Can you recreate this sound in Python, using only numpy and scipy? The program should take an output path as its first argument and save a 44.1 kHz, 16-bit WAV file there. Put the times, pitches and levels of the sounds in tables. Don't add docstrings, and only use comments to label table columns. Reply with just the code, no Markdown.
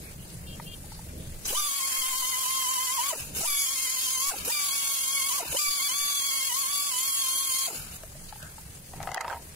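import sys
import numpy as np
from scipy import signal
from scipy.fft import rfft, irfft, next_fast_len
from scipy.io import wavfile
from scipy.ndimage import uniform_filter1d

SR = 44100
rng = np.random.default_rng(int(sys.argv[2]) if len(sys.argv) > 2 else 0)


def ratio_of_db(decibels):
    return 10 ** (np.asarray(decibels, float) / 20)


def put_to_file(sound):
    columns = np.atleast_2d(sound).T
    safe = np.clip(columns, -1, 1)
    whole_steps = np.round(safe * 32767)
    wavfile.write(sys.argv[1], SR, whole_steps.astype(np.int16))


N = 421155
TIME = np.arange(N) / SR
LEFT_LAG_S = 0.0003222
PIECE = 1024


def rms_one(x):
    return x / np.sqrt(np.mean(x ** 2) + 1e-20)


def undb(db):
    return np.exp(db * (np.log(10) / 20))


def in_time(rows):
    s, *columns = np.transpose(rows)
    return [np.interp(TIME, s, c) for c in columns]


def at_hz(points, hz):
    point_hz, level_db = np.transpose(points)
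    return np.interp(np.log(hz + 1), np.log(point_hz), level_db)


def drift(rate):
    r = np.exp(-80 * np.pi * rate / SR)
    draws = rng.standard_normal(N // 40 + 2002)
    slow = signal.lfilter([1], [1, -2 * r, r * r], draws)[2000:]
    return np.interp(np.arange(N) / 40, np.arange(len(slow)), rms_one(slow))


def resonate(x, hz, width_hz):
    r, w = np.exp(-np.pi * width_hz / SR), 2 * np.pi * hz / SR
    return signal.lfilter([0, np.sin(w)], [1, -2 * r * np.cos(w), r * r], x + 1e-18)


def bump(s, length):
    return np.exp(-.5 * ((TIME - s) / length) ** 2)


def both_ports(x, pan_db=0):
    late = np.interp(TIME - LEFT_LAG_S, TIME, x)
    return np.array([late * ratio_of_db(pan_db / 2), x * ratio_of_db(-pan_db / 2)])


# frequency_hz, likeness_share
LIKENESS = [(25, 0.77), (70, 1), (140, 1), (300, 1), (700, 0.53), (1500, 0.094), (4000, 0.049),
            (12000, 0.1)]
# frequency_hz, left_minus_right_db
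LEAN = [(60, -0.5), (180, 0), (550, -1), (1650, 2.5), (4000, 4.5), (7500, 1.5), (15000, -1.5)]


def lean_db(spectrum, hz):
    return at_hz(spectrum, hz) + at_hz(LEAN, hz) * [[.5], [-.5]]


def stereo_noise(spectrum, edges_hz, patchy_db, rate):
    size = next_fast_len(N)
    hz = np.arange(size // 2 + 1) * SR / size
    shared, left, right = rfft(rng.standard_normal((3, size)))
    alike = np.clip(at_hz(LIKENESS, hz), 0, 1)
    delayed = shared * np.exp(-2j * np.pi * hz * [[LEFT_LAG_S], [0]])
    pair = np.sqrt(alike) * delayed + np.sqrt(1 - alike) * np.array([left, right])
    pair = pair * ratio_of_db(lean_db(spectrum, hz))
    out, together = 0, drift(rate)
    for k in range(len(edges_hz)):
        mask = np.interp(hz, edges_hz, np.arange(len(edges_hz)) == k)
        flicker = undb(patchy_db * (0.44 * together + drift(rate)))
        out = out + irfft(pair * mask, size)[:, :N] * flicker
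    return rms_one(out)


def coloured(x, spectrum):
    size = next_fast_len(N)
    hz = np.arange(size // 2 + 1) * SR / size
    return irfft(rfft(x, size) * ratio_of_db(lean_db(spectrum, hz)), size)[:, :N]


def noise_swells(rows):
    grains = rng.standard_normal((2, N)) * ratio_of_db(1.7 * drift(120))
    out = np.zeros((2, N))
    for s, length, db, hz in rows:
        near = slice(max(round((s - 3 * length) * SR), 0), round((s + 3 * length) * SR))
        swell = np.exp(-.5 * ((TIME[near] - s) / length) ** 2)
        out[:, near] += ratio_of_db(db) * swell * rms_one(resonate(grains[:, near], hz, 0.14 * hz))
    return out


# centre_s, length_s, gain_db
RATTLE_DUCK = (9.186, 0.043, -21)


def ducking():
    duck_db, lead_s, hold_s, fade_s = -23, 0.049, 0.041, .07
    loud = 0
    for opens, full, shuts in SPELLS:
        since = TIME - full + lead_s + fade_s / 2
        left = shuts + hold_s + fade_s - TIME
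        loud = loud + np.clip(np.minimum(since, left) / fade_s, 0, 1)
    s, length, db = RATTLE_DUCK
    return duck_db * loud, db * bump(s, length)


# frequency_hz, density_db_per_hz
TRAFFIC = [(12, -39), (20, 7.5), (54, -3), (70, 5.5), (103, -1.5), (157, 2.5), (248, -10.5), (500, -14),
           (650, -14.5), (1100, -120)]
# frequency_hz, density_db_per_hz
YARD = [(180, -7.5), (300, -10), (602, -7.5), (688, -5.5), (911, -8), (1380, -11), (1950, -8),
        (3160, -10.5), (3730, -10.5), (5290, -9), (11000, -4), (15800, -13)]
# time_s, level_db
RUMBLE_DB = [(0, -43.5), (1.5, -43.5), (4.4, -38.5), (5.6, -40), (7.8, -46.5), (8.85, -50), (8.96, -44),
             (9.55, -50)]


def street():
    tool_db, rattle_db = ducking()
    rumble = stereo_noise(TRAFFIC, [30, 70, 140, 280], patchy_db=2.5, rate=2.74)
    rumble = rumble * ratio_of_db(in_time(RUMBLE_DB)[0] + tool_db + 0.6 * rattle_db)
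    deep = signal.sosfilt(signal.butter(2, 188, fs=SR, output="sos"), rumble)
    session = (TIME > SPELLS[0][1]) & (TIME < SPELLS[-1][2])
    rumble = deep + (rumble - deep) * ratio_of_db(-2 * session)
    hiss = stereo_noise(YARD, [400, 900, 2000, 4000, 7000, 10000, 14000], patchy_db=1.66, rate=20.0)
    return rumble + hiss * ratio_of_db(-45 + rattle_db)


# centre_s, length_s, level_db, pitch_hz
RUSTLES = [
    (.08, .03, -50, 2350),
    (0.214, 0.021, -52, 2950),
    (0.945, 0.036, -50.5, 4600),
    (1.244, .04, -54.5, 3420),
    (7.883, 0.064, -56.5, 1300),
    (8.446, 0.036, -46.5, 1580),
    (8.293, 0.0058, -45, 4400),
]


def rustles():
    return noise_swells(RUSTLES)


# start_s, end_s, level_db
TOOTS = [
    (.462, .546, -48),
    (.656, .742, -48),
]
# harmonic_number, level_db
HORN = [(6, -10), (7, 5), (8, 7.5), (9, -2), (10, -9), (11, -3), (12, -9)]


def horn():
    horn_hz = 399
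    tone, on = 0, 0
    for k, db in HORN:
        phase = k * 0.17 * drift(40) + rng.uniform(0, 9.1)
        tone = tone + ratio_of_db(db + 2.5 * drift(13)) * np.sin(2 * np.pi * k * horn_hz * TIME + phase)
    for start, end, db in TOOTS:
        attack = np.clip((TIME - start) / 0.013, 0, 1)
        on = on + ratio_of_db(db) * attack * np.exp(-np.clip(TIME - end, 0, 9) / 0.0088)
    return both_ports(tone * on * ratio_of_db(2.5 * drift(60) - 6), pan_db=6)


# pitch_hz, width_hz, level_db
BOARD = [(1300, 95, -11), (1700, 590, 1.5), (2000, 600, -11.5), (2790, 1200, -46)]
# start_s, peak_db, pitch_hz, brightness_db, left_minus_right_db
KNOCKS = [
    (0.598, -29.5, 946, -27, 2),
    (0.84, -45, 826, -10, 2.5),
    (0.918, -37.5, 900, -16, 5),
    (0.99, -39.5, 910, -14, 2.5),
    (8.034, -33.5, 650, -2, 2),
    (8.151, -41, 620, -17, 2),
    (8.325, -31, 865, -8, 6),
    (8.358, -40.5, 880, -9, -1.0),
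    (8.427, -45, 610, 13, 2),
    (8.581, -37, 890, -11, 4),
]
RATTLE = [(8.935, -34, 780, -18, 3), (9.002, -26.5, 810, -17, 6), (9.014, -30.5, 700, -23, -3),
          (9.028, -32.5, 1880, 3, 3), (9.033, -30.5, 800, -14, 8), (9.073, -20, 780, -14, 5),
          (9.089, -26, 754, -19, 10), (9.116, -26.5, 2040, 0, 6), (9.119, -35, 755, -8, 9),
          (9.133, -36, 1700, -4, 6), (9.144, -26, 1990, 4.5, -3), (9.149, -30, 910, -11, -2),
          (9.162, -24, 900, -20, 9), (9.172, -23, 760, -7.5, -4), (9.177, -20.5, 1880, -15, 9),
          (9.206, -22, 920, -11, -9), (9.209, -23, 2030, 0.5, 3.5), (9.213, -27, 1300, -4, -9),
          (9.245, -24.5, 935, -9, -1), (9.25, -26, 920, -16, 16), (9.279, -22.5, 980, -5.5, -1),
          (9.298, -26, 1550, -4.5, -2), (9.303, -27, 1510, -15, -11), (9.309, -30, 795, -20, -11),
          (9.327, -23.5, 970, -12, 8), (9.344, -34, 950, -15, 8)]


def knocks():
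    out, size = np.zeros((2, N)), 3000
    t = np.arange(size) / SR
    push = t / 0.0012 * np.exp(1 - t / 0.0012)
    thin = signal.butter(2, 480, "high", fs=SR, output="sos")
    for s, peak_db, hz, bright_db, pan_db in KNOCKS + RATTLE:
        contact = (np.sin(2 * np.pi * hz * t) + rng.standard_normal(size) * 2) * push
        ring = resonate(contact, hz, 0.1 * hz)
        upper_db = 13.0 + np.minimum(peak_db + 30, 0)
        for mode_hz, width_hz, db in BOARD:
            ring = ring + ratio_of_db(db + upper_db) * resonate(contact, mode_hz, width_hz)
        ring = signal.sosfilt(thin, ring)
        top_hz = np.clip(9000 * ratio_of_db(bright_db / 2), 3500, 14000)
        gritty = signal.butter(2, [2400, top_hz], "band", fs=SR, output="sos")
        crack = 3.26 * signal.sosfilt(gritty, rng.standard_normal((2, size)) * push ** 2)
        blow = ring / np.abs(ring).max() + ratio_of_db(bright_db - 10.5) * crack
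        at = round(s * SR)
        out[:, at:at + size] += ratio_of_db(peak_db) * blow * ratio_of_db([[pan_db / 2], [-pan_db / 2]])
    return out


def by_spell(rows):
    spell = np.searchsorted(np.array(SPELLS)[:, 0], TIME) - 1
    return np.transpose(rows)[:, np.clip(spell, 0, None)]


def press(time, s, length):
    skew = .5
    t = time - s + skew * length
    return np.exp(-.5 * (t / (length * (1 + skew * np.sign(t)))) ** 2)


# valve_opens_s, full_speed_s, valve_shuts_s
SPELLS = [
    (1.452, 1.583, 3.103),
    (3.348, 3.478, 4.297),
    (4.447, 4.522, 5.388),
    (5.495, 5.592, 7.665),
]
# time_s, vane_rate_hz
LOADED = [(1.6, 1077), (2.4, 1053), (2.87, 1049), (3.098, 1141), (3.5, 1038), (3.75, 1068), (4.126, 1070),
          (4.293, 1136), (4.54, 1083), (5.02, 1099), (5.383, 1140), (5.62, 1084), (6.061, 1160),
          (6.42, 1113), (6.72, 1165), (7.176, 1135), (7.318, 1101), (7.658, 1104)]
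# first_s, last_s, drop_hz
SWEEPS = [(1.707, 2.041, 55), (2.136, 2.457, 55), (2.671, 2.893, 55), (3.678, 4.085, 52),
          (6.223, 6.417, 35)]
# centre_s, drop_hz, length_s
STROKES = [(1.626, 29.9, 0.0098), (3, 150, 0.02), (3.881, 25.16, 0.051), (4.187, 73.7, .028),
           (4.705, 53.17, .014), (4.988, 24.2, .017), (5.07, 41.93, 0.028), (5.224, 55.3, .019),
           (5.315, 128.9, .013), (5.803, 66.15, .014), (5.906, 125.1, .016), (6.523, 145, .025),
           (6.657, 89.6, 0.02), (6.965, 129.5, 0.048), (7.125, 34.03, 0.02), (7.264, 47.04, 0.031),
           (7.527, 31.98, 0.026)]
# time_s, speed_share, whine_db, octave_db
GLIDES = [
    [(1.452, .14, -3, 0), (1.49, 0.27, -6.5, 0), (1.53, 0.41, 1, -3), (1.555, 0.83, 3, 0),
     (1.57, 0.93, 2, -2), (1.583, 1, -4.5, -1)],
    [(3.1, 1, 8, -6), (3.116, 0.82, 2, -6), (3.13, 0.59, 5, 5), (3.146, 0.46, -5, 1), (3.172, .26, -4, 13),
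     (3.22, 0.14, 0, 0)],
    [(3.348, 0.14, 1, 18), (3.4, 0.23, -1, 19), (3.43, 0.47, -2, -8), (3.445, 0.57, 5, 7),
     (3.457, 0.8, 5, -13), (3.474, 1, -0.5, -3)],
    [(4.295, 1, -0.5, -6), (4.312, 0.73, 1, 7), (4.325, 0.57, 4.5, 2), (4.34, .4, -12, 7.5),
     (4.362, .26, -4, 11), (4.41, 0.14, -6, 2)],
    [(4.447, 0.12, 2, -2), (4.465, 0.24, 5, 9), (4.486, 0.4, 0.5, 0), (4.5, 0.71, 2, 1), (4.51, 0.8, 9, -4),
     (4.522, 0.99, -4, -1.5)],
    [(5.385, 0.99, -2, -1), (5.396, 0.74, 5, -5), (5.411, .58, 2, -2), (5.426, 0.43, -3.5, 9),
     (5.445, 0.31, -5, 15), (5.49, .16, -4, 5)],
    [(5.5, 0.17, -3, 3), (5.53, 0.24, 1, 18), (5.55, 0.4, 2, 3), (5.562, 0.61, 9, 0), (5.573, 0.84, 0, -5),
     (5.592, 0.98, -2.5, -9.5)],
    [(7.664, 0.98, 2.5, -9.5), (7.675, 0.81, 1, 0), (7.69, 0.56, -1.5, 1), (7.71, 0.38, -9, 7),
     (7.74, 0.27, -4, 6), (7.78, 0.18, 5, 5)],
]
# time_s, whine_db, brightness_db, octave_db
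TILT = [
    [(1.59, 4.5, 5, -3), (1.68, 2, 2.5, -14), (1.77, -2, -2, -8), (1.87, 1.5, -3, -4), (1.96, 4, 4.5, 0),
     (2.3, 4, -3, 3), (2.68, 6, 1, -0.5), (2.9, 1, -2.5, 5.5), (3.1, -9, -5.5, 6)],
    [(3.5, 0.5, 2, 5.5), (3.6, -5.5, 6, 0), (3.7, -1, -4, -2), (3.8, -6.5, -7, -1.5), (3.97, 2.5, -4, -0.5),
     (4.1, -2, -4, -2), (4.2, 3, -2, 0), (4.29, 5, 3, 0)],
    [(4.53, -6, -2, 2.5), (4.63, 5, -6, 4), (4.8, -2, -2.5, -2.5), (4.92, -2, -3, -5),
     (5.04, -6.5, 0.5, -2.5), (5.2, -0.5, 3, 4.5), (5.38, 7, -4.5, -8)],
    [(5.62, 6, -1.5, 11.5), (5.85, 3, 0.5, 2.5), (6.16, 0.5, -1.5, -3.5), (6.35, -0.5, 3.5, 11),
     (6.6, 4, 2, -0.5), (6.95, -4, -0.5, -1), (7.1, -4, 5, -6.5), (7.3, 0.5, 8.5, -1), (7.66, -5.5, 3.5, 0)],
]
TILT_SHARES = [(0.78, 0.13, 0), (0.023, 0.11, 0.84), (0, 0.7, 0.057), (0.25, 0.015, 0.17),
               (0.25, 1.3, 0.038)]
# h1_db, h2_db, h3_db, h4_against_hiss_db, h9_against_hiss_db
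GRIPS = [(-41, -42, -40, -18.5, -15), (-44.5, -38.5, -41, -20.5, -10), (-40.5, -41, -40.5, -16, -5.5),
         (-44.5, -37, -38.5, -14, -10)]
SPEED_DB = [4.6, 2.6, 0.94, 2.7, 4.8]
PRESS_DB = [3.5, -1.5, 2.5, -3, -2]
GLIDE_DB = [-41.5, -46, -43.5, -15, -7]
# time_s, level_db
COVER = [(1.6, -1.5), (1.72, -2.5), (2.5, 2.5), (2.9, 0.5), (3.08, 2.5), (3.5, -3), (3.7, 2.5), (4.22, 3.5),
         (4.28, -4.5), (4.6, 1.5), (5.3, 0.5), (5.64, -6), (5.8, 0.5), (6.2, 4), (6.6, -7), (6.78, 0),
         (6.95, -4.5), (7.2, -2.5)]


def rotor():
    surge_hz, surge_s = 130, .2
    period_s, sweep_press_s = .106, .019
    coast_s = 0.11
    opens, full, shuts = by_spell(SPELLS)
    free_hz = in_time(LOADED)[0] + surge_hz * np.exp(-np.clip(TIME - full, 0, None) / surge_s)

    sweeps = []
    for first, last, drop_hz in SWEEPS:
        count = round((last - first) / period_s) + 1
        sweeps += [(s, drop_hz, sweep_press_s) for s in np.linspace(first, last, count)]
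    coarse = TIME[::32]
    drops = sum(drop_hz * press(coarse, s, length) for s, drop_hz, length in sweeps + STROKES)
    press_hz = np.interp(TIME, coarse, drops)
    share, whine_db, octave_db = in_time(np.concatenate(GLIDES))
    vane_hz = free_hz * share - press_hz

    gliding = np.clip(8 * (1 - share), 0, 1)
    tilt_db = np.array(TILT_SHARES) @ in_time(np.concatenate(TILT))
    steady_db = by_spell(GRIPS) + tilt_db
    steady_db = steady_db + np.outer(SPEED_DB, (free_hz - 1100) / 100) + np.outer(PRESS_DB, press_hz / 100)
    lines_db = steady_db * (1 - gliding) + np.outer(GLIDE_DB, gliding)
    lines_db[0] += whine_db
    lines_db[1] += octave_db
    lines_db[2] += in_time(COVER)[0]

    running = (TIME > opens) & (TIME < shuts + coast_s)
    slow = np.clip(1 - vane_hz / 960, 0, 1)
    vane_hz = vane_hz * (1 + .003 * drift(32.3) + .15 * slow * drift(55))
    turn = np.cumsum(vane_hz / 4) * 2 * np.pi / SR
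    return slow, turn, uniform_filter1d(running * 1., size=400), lines_db


# after_opening_s, level_db
OPENING = [(-.004, -46), (.002, -4.5), (.03, 1), (.12, 0)]
# after_shutting_s, level_db
AFTERBLOW = [(-.03, 0), (-.005, 1), (.045, -8.5), (.09, -3.5), (.23, -14), (.3, -8), (.335, -39.5)]
# hiss_db, lower_roar_db, first_burst_db
JETS = [
    (-30, 1.5, 3),
    (-29.5, -4, 8),
    (-29.5, -3, 9),
    (-30, -6, -6),
]


def air(slow):
    burst_s = 0.0052
    shapes = []
    for (opens, full, shuts), (db, roar_db, burst_db) in zip(SPELLS, JETS):
        valve_db = np.interp(TIME - opens, *np.transpose(OPENING))
        valve_db = valve_db + np.interp(TIME - shuts, *np.transpose(AFTERBLOW))
        shapes.append(db + valve_db + burst_db * np.exp(-np.abs(TIME - opens) / burst_s))
    roar_db = by_spell(JETS)[1] * (1 - np.sqrt(slow)) + 9 * np.sqrt(slow) + 3.5 * drift(3.4)
    roar_db = roar_db - 12 * np.exp(-np.abs(TIME - SPELLS[0][0]) / burst_s)
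    silent = TIME < SPELLS[0][0] + OPENING[0][0]
    return np.max(shapes, axis=0) - 60 * silent, roar_db


# frequency_hz, density_db_per_hz
EXHAUST = [(100, -55), (200, -54), (900, -13.5), (1900, -11), (2700, -7), (3750, -5), (4700, -5.5),
           (5800, -3.5), (6900, 3), (8400, -5), (9900, 3), (11500, -1.5), (12300, -0.5), (15800, -8)]


def exhaust(slow, turn, running, air_db, roar_db):
    edges_hz = [200, 600, 1200, 2000, 2700, 3500, 4400, 5400, 6400, 7400, 8400, 9400, 10400, 11400,
                12400, 13600, 15000]
    noise = stereo_noise(EXHAUST, edges_hz, patchy_db=1.58, rate=35.0)
    chop = 1 + running * (0.61 * np.cos(4 * turn) + 0.092 * np.cos(turn))
    low = signal.sosfilt(signal.butter(2, 3300, fs=SR, output="sos"), noise)
    bursts = rng.standard_normal((2, N)) * (1.4 + np.cos(4 * turn)) ** 2 * ratio_of_db(32.0 * drift(44))
    cavity = signal.butter(2, [2200, 3300], "band", fs=SR, output="sos")
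    muffler = rms_one(signal.sosfilt(cavity, bursts))
    jet = (noise - low) * chop + low * ratio_of_db(roar_db) + ratio_of_db(-21.0) * np.sqrt(slow) * muffler
    return ratio_of_db(air_db + 1.0) * jet


def buzz(slow, turn, air_db):
    orders, angle = np.arange(13, 57), np.linspace(0, 2 * np.pi, 4097)
    sizes = ratio_of_db(-2.5 * (orders % 4 == 0))
    out = np.zeros((2, N))
    for _ in range(5):
        start = rng.uniform(0, 2 * np.pi, (len(orders), 1))
        shape = sizes @ np.sin(orders[:, None] * angle + start)
        wave, common = np.interp(turn % (2 * np.pi), angle, shape), drift(5.3)
        out += wave * np.array([.5 * common + drift(11.3), .5 * common + drift(6.8)])
    return rms_one(coloured(out, EXHAUST)) * ratio_of_db(air_db - 6 - 20 * slow)


# delay_s, wander_s, share
ECHOES = [
    (.00039, 0.000037, 0.34),
    (.0013, .0002, 0.5),
    (.0031, .0004, .3),
]


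def reflections(x):
    out = x.copy()
    for delay, wander, share in ECHOES:
        for side in (0, 1):
            out[side] += share * np.interp(TIME - delay - wander * drift(1.5), TIME, x[side])
    return out / np.sqrt(1 + sum(share ** 2 for delay, wander, share in ECHOES))


# from_hz, to_hz
HOLLOWS = [(1700, 2150), (3150, 3700)]


def hollowed(jet, slow):
    bands = sum(signal.lfilter(*signal.butter(1, band, "band", fs=SR), jet) for band in HOLLOWS)
    return jet - np.clip(0.74 * 2 * np.sqrt(slow), 0, 1) * bands


def chuffs_rows():
    return CHUFFS


# centre_s, length_s, level_db, pitch_hz
CHUFFS = [(1.46, 0.0052, -27.5, 6160), (1.458, 0.004, -45, 4160), (1.501, .012, -34, 2960),
          (3.13, 0.013, -44, 2700), (3.207, 0.024, -42, 2630), (3.379, 0.02, -45, 2816),
          (4.31, .008, -40, 1514), (5.421, .012, -41, 2482), (5.524, .006, -34.5, 2800),
          (7.685, .01, -48, 2700), (7.755, 0.036, -47.5, 2830)]


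def chuffs():
    return noise_swells(CHUFFS)


def pieces(turn):
    glide_kept, steepness = .4, 1.8
    n = np.arange(N)
    centre = np.minimum((n // PIECE + np.array([[0], [1]])) * PIECE, N - 1)
    held = turn[centre] + np.gradient(turn)[centre] * (n - centre)
    fade = np.clip(.5 + steepness * (n % PIECE / PIECE - .5), 0, 1)
    return held + glide_kept * (turn - held), np.array([1 - fade, fade])


def joins(order):
    misfit_rad = np.minimum(.07 * order, 2)
    phase = np.cumsum(misfit_rad * rng.standard_normal(N // PIECE + 2))
    return phase[np.arange(N) // PIECE + np.array([[0], [1]])]


def housing_db(turn, order):
    mode_hz, width_hz = 4760, 380
    hz = order * np.gradient(turn) * SR / (2 * np.pi)
    return -10 * np.log10(1 + ((hz - mode_hz) / width_hz) ** 2)


# order_number, level_db
ROTOR = [(1, -37), (2, -36), (3, -39.5), (5, -31.5), (6, -33.5), (24, -11), (44, -14.5)]
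# left_minus_right_db, left_lag_rad
LINE_PORTS = [(-2.5, 1.5), (0, -1.46), (-1, 1.31), (15, -1.63), (-2.5, 1.77)]


def whine(slow, turn, air_db, lines_db):
    root = np.sqrt(slow)
    dip_db = 4 * root * (.6 + np.cos(2 * np.pi * np.arange(N) / PIECE))
    fade_db = -65 * np.clip(slow - .52, 0, 1) + 1.5 * root * drift(60) + dip_db
    levels_db = [db + fade_db - 8 * k * root for k, db in enumerate(lines_db[:-2])]
    fourth_db, ninth_db = (db + air_db - 60 * slow for db in lines_db[-2:])
    levels_db += [fourth_db + 1.5 + housing_db(turn, order=16), ninth_db]
    partials = [(order, db, *ports) for order, db, ports in zip((4, 8, 12, 16, 36), levels_db, LINE_PORTS)]
    partials += [(order, db + air_db - 30 * slow, 0, 0.11 * order) for order, db in ROTOR]

    out = np.zeros((2, N))
    turns, fades = pieces(turn)
    for order, db, pan_db, lag in partials:
        common, spread = drift(26), min(order / 4, 1)
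        blur = .022 * order * drift(50) + .9 * root * drift(150)
        flutter_db = 4 if order == 8 else 1.5
        phases = order * turns + joins(order) + blur
        sine = (fades * np.sin(phases)).sum(axis=0)
        cosine = (fades * np.cos(phases)).sum(axis=0)
        for channel, side in enumerate((1, -1)):
            shade_db = flutter_db * common + 2.0 * spread * drift(24) + side * pan_db / 2
            late = (1 - slow) * (side * lag / 2 - 0.25 * spread * drift(4.7))
            line = sine * np.cos(late) - cosine * np.sin(late)
            out[channel] += np.sqrt(2) * undb(db + shade_db) * line
    return out


def strand(turn, air_db):
    shade_db = 3.9 * drift(8.3) + 1.8 * np.array([drift(25), drift(25)])
    level_db = air_db - 16.5 + 2 * housing_db(turn, order=17) + shade_db
    phase = 17 * turn + .5 * drift(46) + 1.95 * np.array([[-1], [0]])
    return np.sqrt(2) * undb(level_db) * np.sin(phase)


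# centre_s, length_s, harmonic_number, level_db
GLINTS = [(1.565, 0.012, 3, -30), (1.59, 0.023, 5, -35), (3.55, 0.074, 10, -33.5), (3.6, 0.042, 6, -36),
          (3.75, 0.066, 5, -41), (4.022, 0.086, 5, -40.5), (4.101, 0.074, 10, -36), (4.15, 0.097, 6, -36),
          (4.9, .08, 11, -41), (4.279, 0.013, 10, -35), (5.572, 0.005, 3, -30), (5.701, 0.05, 11, -45),
          (5.871, .04, 11, -43), (6.049, .06, 10, -43), (6.599, 0.042, 11, -40), (6.799, 0.051, 11, -42),
          (7.05, 0.039, 11, -37), (7.23, .03, 11, -44.5), (7.6, 0.051, 11, -50), (7.64, .02, 4, -45)]


def glints(turn):
    out, chatter, shade = np.zeros((2, N)), drift(50), np.array([drift(25), drift(25)])
    turns, fades = pieces(turn)
    for s, length, harmonic, db in GLINTS:
        near = slice(round((s - 3 * length) * SR), round((s + 3 * length) * SR))
        order = 4 * harmonic
        swell = np.exp(-.5 * ((TIME[near] - s) / length) ** 2)
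        swell = np.sqrt(2) * undb(db + 2.5 * shade[:, near]) * swell
        for part, fade in zip(turns, fades):
            phase = order * (part[near] + 0.03 * chatter[near]) + 1.02 * np.array([[1], [0]])
            out[:, near] += swell * fade[near] * np.sin(phase)
    return out


# centre_s, length_s, level_db
PUFFS = [
    (1.582, 0.051, -33.5),
    (2.004, .015, -40),
    (2.115, 0.023, -40.5),
    (2.22, 0.024, -42),
    (3.503, 0.037, -36),
    (4.291, 0.012, -40),
    (5.694, 0.014, -39),
    (6.03, 0.018, -44),
]


def puffs():
    return -sum(ratio_of_db(db) * bump(s, length) for s, length, db in PUFFS)


# time_s, level_db
DRAG = [
    (8.92, -55),
    (9.012, -48),
    (9.15, -37),
    (9.21, -39.5),
    (9.342, -34.5),
    (9.42, -59),
]


def drag():
    sizes = ratio_of_db(1.2 * np.minimum(rng.exponential(1, N), 3))
    grit = (rng.random(N) < 2500 / SR) * rng.standard_normal(N) * sizes
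    body = resonate(grit, 786, 110) + resonate(grit, 927, 60)
    body = body + sum(ratio_of_db(db) * resonate(grit, hz, width_hz) for hz, width_hz, db in BOARD)
    body = signal.sosfilt(signal.butter(3, 520, "high", fs=SR, output="sos"), body)
    sliding = (TIME > DRAG[0][0]) & (TIME < DRAG[-1][0])
    return rms_one(body) * ratio_of_db(in_time(DRAG)[0] - 1.8) * sliding * ratio_of_db([[-.8], [.8]])


def scene():
    slow, turn, running, lines_db = rotor()
    air_db, roar_db = air(slow)
    jet = running * buzz(slow, turn, air_db) + exhaust(slow, turn, running, air_db, roar_db)
    tool = hollowed(reflections(jet), slow) + chuffs() + glints(turn) + puffs()
    tool = tool + running * (whine(slow, turn, air_db, lines_db) + strand(turn, air_db))
    return street() + rustles() + horn() + knocks() + tool + drag()


# frequency_hz, taken_off_margin_db
THIN_BANDS = [(1950, 0.4), (3650, 2), (5700, 3.5), (8200, -3.5), (11500, 3.5), (13600, 3)]


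def spectral_thinning(x, margin_db, weak_db):
    window = np.sin(np.pi * (np.arange(2048) + .5) / 2048)
    kw = dict(window=window, nperseg=2048, noverlap=1024)
    z = signal.stft(x, **kw)[2]
    power = np.abs(z[:, :1024]) ** 2 + 1e-20
    band = power.reshape(2, 128, 8, -1).mean(axis=2)
    around = np.exp(uniform_filter1d(np.log(band), size=9, axis=1))
    hz = (np.arange(128)[:, None] + .5) * SR / 256
    margin_db = margin_db + .4
    for centre_hz, db in THIN_BANDS:
        margin_db = margin_db - db * np.exp(-.5 * ((hz - centre_hz) / (.05 * centre_hz + 60)) ** 2)
    chance_db = 7.5 * uniform_filter1d(rng.standard_normal(band.shape[1:]), size=3)
    sunken = band.mean(axis=0) < around.mean(axis=0) * ratio_of_db(-2 * margin_db + chance_db)
    faint = power < band.repeat(8, axis=1) * ratio_of_db(-2 * weak_db)
    high = (np.arange(1024) > 80)[:, None]
    z[:, :1024] *= ~((sunken.repeat(8, axis=0) | faint) & high)
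    return signal.istft(z, **kw)[1][:, :N]


def roll_off(x):
    return signal.sosfilt(signal.butter(12, 16870, fs=SR, output="sos"), x)


def record(dry):
    rippled = dry * (1 + .11 * np.cos(2 * np.pi * np.arange(N) / PIECE + .3))
    thinned = spectral_thinning(rippled, margin_db=3.0, weak_db=1.5)
    mix = signal.sosfilt(signal.ellip(12, .5, 80, 15730, fs=SR, output="sos"), thinned)
    return roll_off(mix)


dry = scene()
out = record(dry)
put_to_file(out)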